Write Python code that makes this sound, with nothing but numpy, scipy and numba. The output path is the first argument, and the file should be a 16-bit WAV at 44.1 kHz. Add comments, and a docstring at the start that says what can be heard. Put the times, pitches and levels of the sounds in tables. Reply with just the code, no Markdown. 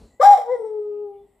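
"""At a living-room window a dog gives a short rising yelp, then a soft falling howl with a thin nasal whistle.
The voice is additive: a strong fundamental and three weaker harmonics, plus noise and pulses for the rasp.
A feedback delay network and two echoes let the room ring on after it.
Shaped noise makes a low rumble that dies away and a quiet floor; a sine makes the mains hum.
A phone listens: its limiter eases the peaks down and a low-pass cuts the top."""
import sys
import numpy as np
from scipy import signal
from scipy.fft import rfft, irfft
from scipy.io import wavfile
from scipy.ndimage import uniform_filter1d, minimum_filter1d
from numba import njit

SR = 44100
rng = np.random.default_rng(int(sys.argv[2]) if len(sys.argv) > 2 else 0)


def transcribe(u):
    """Save the signal u as a 16-bit wav file named by the first command-line argument.

    u: samples, shape (n,) or (channels, n), limited to [-1, 1]; the rate is SR.
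    q: integer samples, one column per channel.
    """
    v = np.clip(np.atleast_2d(u).T, -1, 1)
    q = np.round(v * 32767).astype(np.int16)
    wavfile.write(sys.argv[1], SR, q)


N = 61739  # length in samples
OPPOSITE = np.array([[1], [-1]])  # a side signal enters left and right in opposite phase


def undb(db):
    """Amplitude ratio of a level: 20 dB is a factor of ten."""
    return 10 ** (np.asarray(db) / 20)


def colour(x, points):
    """Spectral shaping: filter x through (Hz, dB) points joined on a log-frequency axis, to rms 1."""
    hz, db = np.array(points).T
    f = np.arange(N // 2 + 1) * SR / N + 1  # 1 Hz up, so the logarithm exists at zero
    gain = undb(np.interp(np.log(f), np.log(hz), db, left=-80))
    y = irfft(rfft(x) * gain, N)
    return y / np.sqrt(np.mean(y ** 2))


def walk(rate):
    """Low-pass random modulation: levels held 1 / rate s and slewed twice, with a spread near 1."""
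    k = int(SR / rate)
    steps = np.repeat(rng.standard_normal(N // k + 1), k)
    return 1.30 * uniform_filter1d(uniform_filter1d(steps, k), k)[:N]


def band(hz, width):
    """Quadrature modulation: two slow random signals on one carrier, which may glide, make narrow noise."""
    phase = 2 * np.pi * np.cumsum(hz * np.ones(N)) / SR
    return walk(2 * width) * np.cos(phase) + walk(2 * width) * np.sin(phase)


def vocal_folds(turns, tones_db, flutter):
    """Additive synthesis of the harmonics; random amplitude modulation adds sidebands that roughen them."""
    hz, width, depth_db, start_s = flutter
    onset = np.clip((np.arange(N) / SR - start_s) / 0.027, 0, 1)
    wobble = 1 + undb(depth_db) * band(hz, width) * onset
    tone = sum(np.sqrt(2) * undb(db) * np.sin(2 * np.pi * (k + 1) * turns) for k, db in enumerate(tones_db))
    return tone * wobble


def throat_rasp(turns, level_db):
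    """Source and filter: breath noise puffed once a cycle, with pulses, is coloured by the throat."""
    # Resonances of the throat. Each row: frequency in Hz, level in dB (relative)
    throat_points = [(560, 18.5), (900, 14), (1200, 3.5), (1600, -4.5), (2100, 1.5), (2420, -7.5),
                     (2720, -30), (3100, -9), (3900, -6), (4300, -17.5), (5000, -11.5), (5700, -5),
                     (6200, -26.5), (7300, -8), (8500, -19.5), (10000, -21), (13000, -22), (15500, -27.5)]
    puff_decay = 0.76  # cycles
    pulse_db, side_gain = -13, .6
    level_band_hz = (2800, 6000)  # level_db holds in this band of the mid signal

    harmonics = sum(np.cos(2 * np.pi * k * turns) for k in range(5, 19)) / np.sqrt(7)
    pulses = undb(pulse_db + 3 * walk(60)) * harmonics
    puff = np.exp(-(turns % 1) / puff_decay) * undb(2.2 * walk(220))
    mid = colour(puff * rng.standard_normal(N) + pulses, throat_points)
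    side = colour(puff * rng.standard_normal(N), throat_points)
    sos = signal.butter(3, level_band_hz, "band", fs=SR, output="sos")
    in_band = signal.sosfilt(sos, mid).std()
    return undb(level_db) / in_band * (mid + side_gain * side * OPPOSITE)


def call(table, flutter, left_db, t):
    """Voiced sound: one phase, with random jitter, drives both the harmonics and the rasp."""
    jitter, fade_s = 0.0035, 0.0059  # jitter as a fraction of the pitch
    rows = np.array(table).T
    hz, *tones_db, rasp_db = (uniform_filter1d(np.interp(t, rows[0], c), int(fade_s * SR)) for c in rows[1:])
    turns = np.cumsum(hz * (1 + jitter * walk(150))) / SR
    voice = vocal_folds(turns, tones_db, flutter) + throat_rasp(turns, rasp_db)
    gate = np.clip(np.minimum(t - rows[0, 0], rows[0, -1] - t) / fade_s, 0, 1)
    return gate * voice * undb(left_db / 2 * OPPOSITE)  # left_db: left over right


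def yelp(t):
    """Pitch contour: the fundamental rises fast, then falls off as the voice stops."""
    # Each row: time in seconds, pitch in Hz, levels of harmonics 1 to 4 in dB,
    # level of the rasp in dB between 2800 and 6000 Hz
    yelp_points = [(.193, 525.7, -71.5, -70.5, -76, -74, -89.5),
                   (.201, 529, -14.5, -41.5, -42.5, -51, -69.5),
                   (.208, 523.4, -14.5, -35.5, -47.5, -47, -54),
                   (.215, 600.3, -25, -14.5, -38.5, -62.5, -45.5),
                   (.227, 591.7, -17, -15, -38.5, -56.5, -41.5), (.233, 785, -9, -36.5, -59, -68.5, -39.5),
                   (.244, 767.6, -8.5, -36.5, -66, -65.5, -38), (.258, 813, -6.5, -27, -54.5, -58.5, -36.5),
                   (.3, 810.2, -4, -54.5, -55, -56, -43), (.317, 826.3, -15, -50.5, -62, -57.5, -45),
                   (.33, 797.3, -13.5, -52.5, -51, -59.5, -45.5),
                   (.35, 776.6, -9, -53.5, -64.5, -60.5, -45.5), (.36, 732, -27, -63, -67, -65, -49.5),
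                   (.385, 652.7, -29, -58, -92, -73.5, -52), (.46, 618, -80, -88, -91.5, -94.5, -69.5)]
    # flutter: Hz, width in Hz, depth in dB, start in s; the yelp is over before it starts
    return call(yelp_points, (200, 251, -32, 0.5), 3.5, t)


def howl(t):
    """Pitch contour: a longer, softer tone sinks while its harmonics swell and fade."""
    # Each row: time in seconds, pitch in Hz, levels of harmonics 1 to 4 in dB,
    # level of the rasp in dB between 2800 and 6000 Hz
    howl_points = [(.365, 480, -62.5, -83.5, -108.5, -101.5, -93),
                   (.385, 503.3, -29.5, -64.5, -85, -95, -95.5), (.44, 453, -53, -59, -82, -90, -76),
                   (.465, 474.5, -37, -53.5, -66, -82, -65.5), (.5, 486.8, -21, -31, -57.5, -53.5, -68.5),
                   (.524, 514, -20, -47.5, -60.5, -46.5, -65.5), (.558, 485.5, -20.5, -39, -60, -49, -68.5),
                   (.576, 469, -46, -48, -63, -82.5, -72), (.602, 456.6, -25.5, -54.5, -66.5, -74.5, -72),
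                   (.633, 432.1, -28.5, -51.5, -69.5, -91.5, -77.5),
                   (.652, 441.6, -32.5, -40, -58.5, -79, -76.5), (.686, 431, -32.5, -52, -74, -76.5, -79),
                   (.795, 422.3, -25, -50.5, -65.5, -89.5, -86),
                   (.845, 416.2, -30.5, -70, -63.5, -95.5, -85.5), (1.04, 415, -31, -53, -65, -91.5, -99),
                   (1.09, 402.3, -40, -51, -80.5, -88, -100), (1.13, 403.2, -41.5, -48, -74.5, -100, -100),
                   (1.18, 400.3, -46, -56, -80, -100, -100), (1.245, 404.7, -50, -72, -105, -110, -100),
                   (1.3, 395, -73.5, -86, -100, -110, -100)]
    # flutter: Hz, width in Hz, depth in dB, start in s
    return call(howl_points, (125, 69.5, -34.5, 0.8), 4.5, t)


def nasal_whistle(t):
    """Narrow-band noise: a randomly varying tone in the nose follows a gliding centre."""
    # Each row: time in seconds, pitch in Hz, level in dB
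    whistle_points = [(0.481, 8900, -86), (0.581, 8600, -71), (0.669, 8230, -69), (0.741, 8330, -83),
                      (0.859, 7950, -85.5)]
    s, hz, db = np.array(whistle_points).T
    level = undb(np.interp(t, s, db, left=-140, right=-140))
    return band(np.interp(t, s, hz), 300) * level  # width in Hz


def undertone(t):
    """Phase accumulation: a faint sine under the howl glides down with a randomly varying level."""
    # Each row: time in seconds, pitch in Hz, level in dB (mean)
    undertone_points = [(.56, 312, -72), (.595, 309, -57), (.72, 310, -70.5), (.8, 285, -70),
                        (.91, 261.2, -59), (1.06, 255.3, -70.5)]
    s, hz, db = np.array(undertone_points).T
    tone = np.sin(2 * np.pi * np.cumsum(np.interp(t, s, hz)) / SR)
    level_db = np.interp(t, s, db, left=-140, right=-140) + 2.1 * walk(30)
    return np.sqrt(2) * tone * undb(level_db)


def puffs_and_thump(t):
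    """Windowed noise: each faint airy puff, and one soft low thump near 1.24 s, is a band that swells and fades."""
    # Each row: middle in seconds, length in seconds, centre in Hz, width in Hz, level at the middle in dB;
    # the row centred near 280 Hz is the thump
    noise_rows = [(0.003, 0.41, 4215, 507, -70.5), (0.117, 0.28, 7440, 901, -72.5),
                  (0.152, 0.22, 1976, 102.8, -72), (0.963, 0.24, 2628, 481, -79.5),
                  (1.159, 0.13, 2263, 204.3, -79), (1.161, 0.11, 2900, 300.4, -80.5),
                  (1.207, 0.17, 3446, 89.6, -79), (1.329, 0.43, 1972, 199.7, -81),
                  (1.341, 0.34, 7960, 786.5, -81), (1.241, 0.1, 280.2, 201.1, -64.5)]
    out = np.zeros(N)
    for middle, length, hz, width, db in noise_rows:
        swell = np.cos(np.pi * np.clip((t - middle) / length, -.5, .5)) ** 2
        out += undb(db) * band(hz, width) * swell
    return out


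@njit
def walls(x, lags, gain, damp):
    """Feedback delay network: eight lines feed each other, duller on every round."""
    line, soft, out = np.zeros((8, 4096)), np.zeros(8), np.zeros((2, len(x)))
    for i in range(len(x)):
        total = 0.
        for k in range(8):
            # one-pole low-pass on what comes back
            soft[k] += (1 - damp) * (gain[k] * line[k, (i - lags[k]) & 4095] - soft[k])
            total += soft[k]
            out[k % 2, i] += soft[k]
        for k in range(8):
            line[k, i & 4095] = x[i] + soft[k] - total / 4  # this mixing keeps the energy
    return out


def reverberation(direct):
    """Exponential decay: each line's gain follows from its delay and the time to fall 60 dB."""
    # Delays of the eight lines in samples
    wall_lags = np.array([431, 613, 857, 1123, 1433, 1801, 2207, 2687])
    t60_s = 0.43  # before damping
    damp, level_db, width, left_db = 0.5, -14.5, 0.39, 2
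    a, b = walls(direct.mean(axis=0), wall_lags, undb(-60 * wall_lags / SR / t60_s), damp)
    room = np.array([a + width * b, a - width * b])
    return undb(level_db) * room * undb(left_db / 2 * OPPOSITE)


def echoes(direct):
    """Discrete reflection: delayed, weaker copies off a near wall and down the hall, left and right swapped."""
    # Each row: delay in seconds, level in dB (relative to the direct sound)
    echo_rows = [(.021, -15.5), (.085, -23.5)]
    out = np.zeros((2, N))
    for delay_s, db in echo_rows:
        late = np.pad(direct, ((0, 0), (int(delay_s * SR), 0)))
        out += undb(db) * late[::-1, :N]
    return out


def low_rumble(t):
    """Exponential decay: shaped noise falls by 60 dB in each decay time, with random swells."""
    # Each row: frequency in Hz, spectral level in dB (relative)
    rumble_points = [(25, -17.5), (70, 0.5), (150, -18.5), (240, -2.5), (350, -18.5), (420, -9.5),
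                     (700, -19.5), (1800, -37.5), (9000, -40.5), (15000, -60)]
    start_db, t60_s = -46.5, 0.59
    level = undb(start_db - 60 * t / t60_s + 2.5 * walk(26))
    return level * colour(rng.standard_normal(N), rumble_points)


def mains_hum(t):
    """Sinusoid at the mains frequency, its level modulated slowly at random."""
    return np.sqrt(2) * undb(-71.5 + 1.0 * walk(10.0)) * np.sin(2 * np.pi * 50 * t)


def noise_floor():
    """Mid-side stereo: shaped noise whose side part is high-passed is wider in the treble."""
    # Each row: frequency in Hz, spectral level in dB (relative)
    floor_points = [(25, -15), (50, -7.5), (100, -9), (200, -10), (400, -12.5), (800, -11.5), (1500, -32.5),
                    (3000, -31), (6200, -45.5), (8000, -35.5), (15500, -38.5)]
    mid, side = (colour(rng.standard_normal(N), floor_points) for _ in range(2))
    side = signal.sosfilt(signal.butter(2, 1200, "high", fs=SR, output="sos"), side)
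    return undb(-66.5) * (mid + 0.45 * side * OPPOSITE)


def background(t):
    """Superposition of rumble, hum and floor, slightly stronger on the left."""
    return (low_rumble(t) + mains_hum(t) + noise_floor()) * undb(.6 * OPPOSITE)


def scene():
    """Superposition: direct sound, its echoes and reverberation, and the background add up."""
    t = np.arange(N) / SR
    direct = yelp(t) + howl(t) + nasal_whistle(t) + undertone(t) + puffs_and_thump(t)
    return direct + echoes(direct) + reverberation(direct) + background(t)


def record(dry):
    """Peak limiting: the phone's gain dips smoothly round loud peaks; an elliptic low-pass cuts the top."""
    peak_top, hold_s, top_hz = .99, .006, 15350
    k = int(hold_s * SR)
    gain = np.minimum(1, peak_top / (np.abs(dry).max(axis=0) + 1e-9))
    gain = uniform_filter1d(minimum_filter1d(gain, 2 * k), k)
    return signal.sosfilt(signal.ellip(10, .2, 90, top_hz, fs=SR, output="sos"), dry * gain)


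dry = scene()
out = record(dry)
transcribe(out)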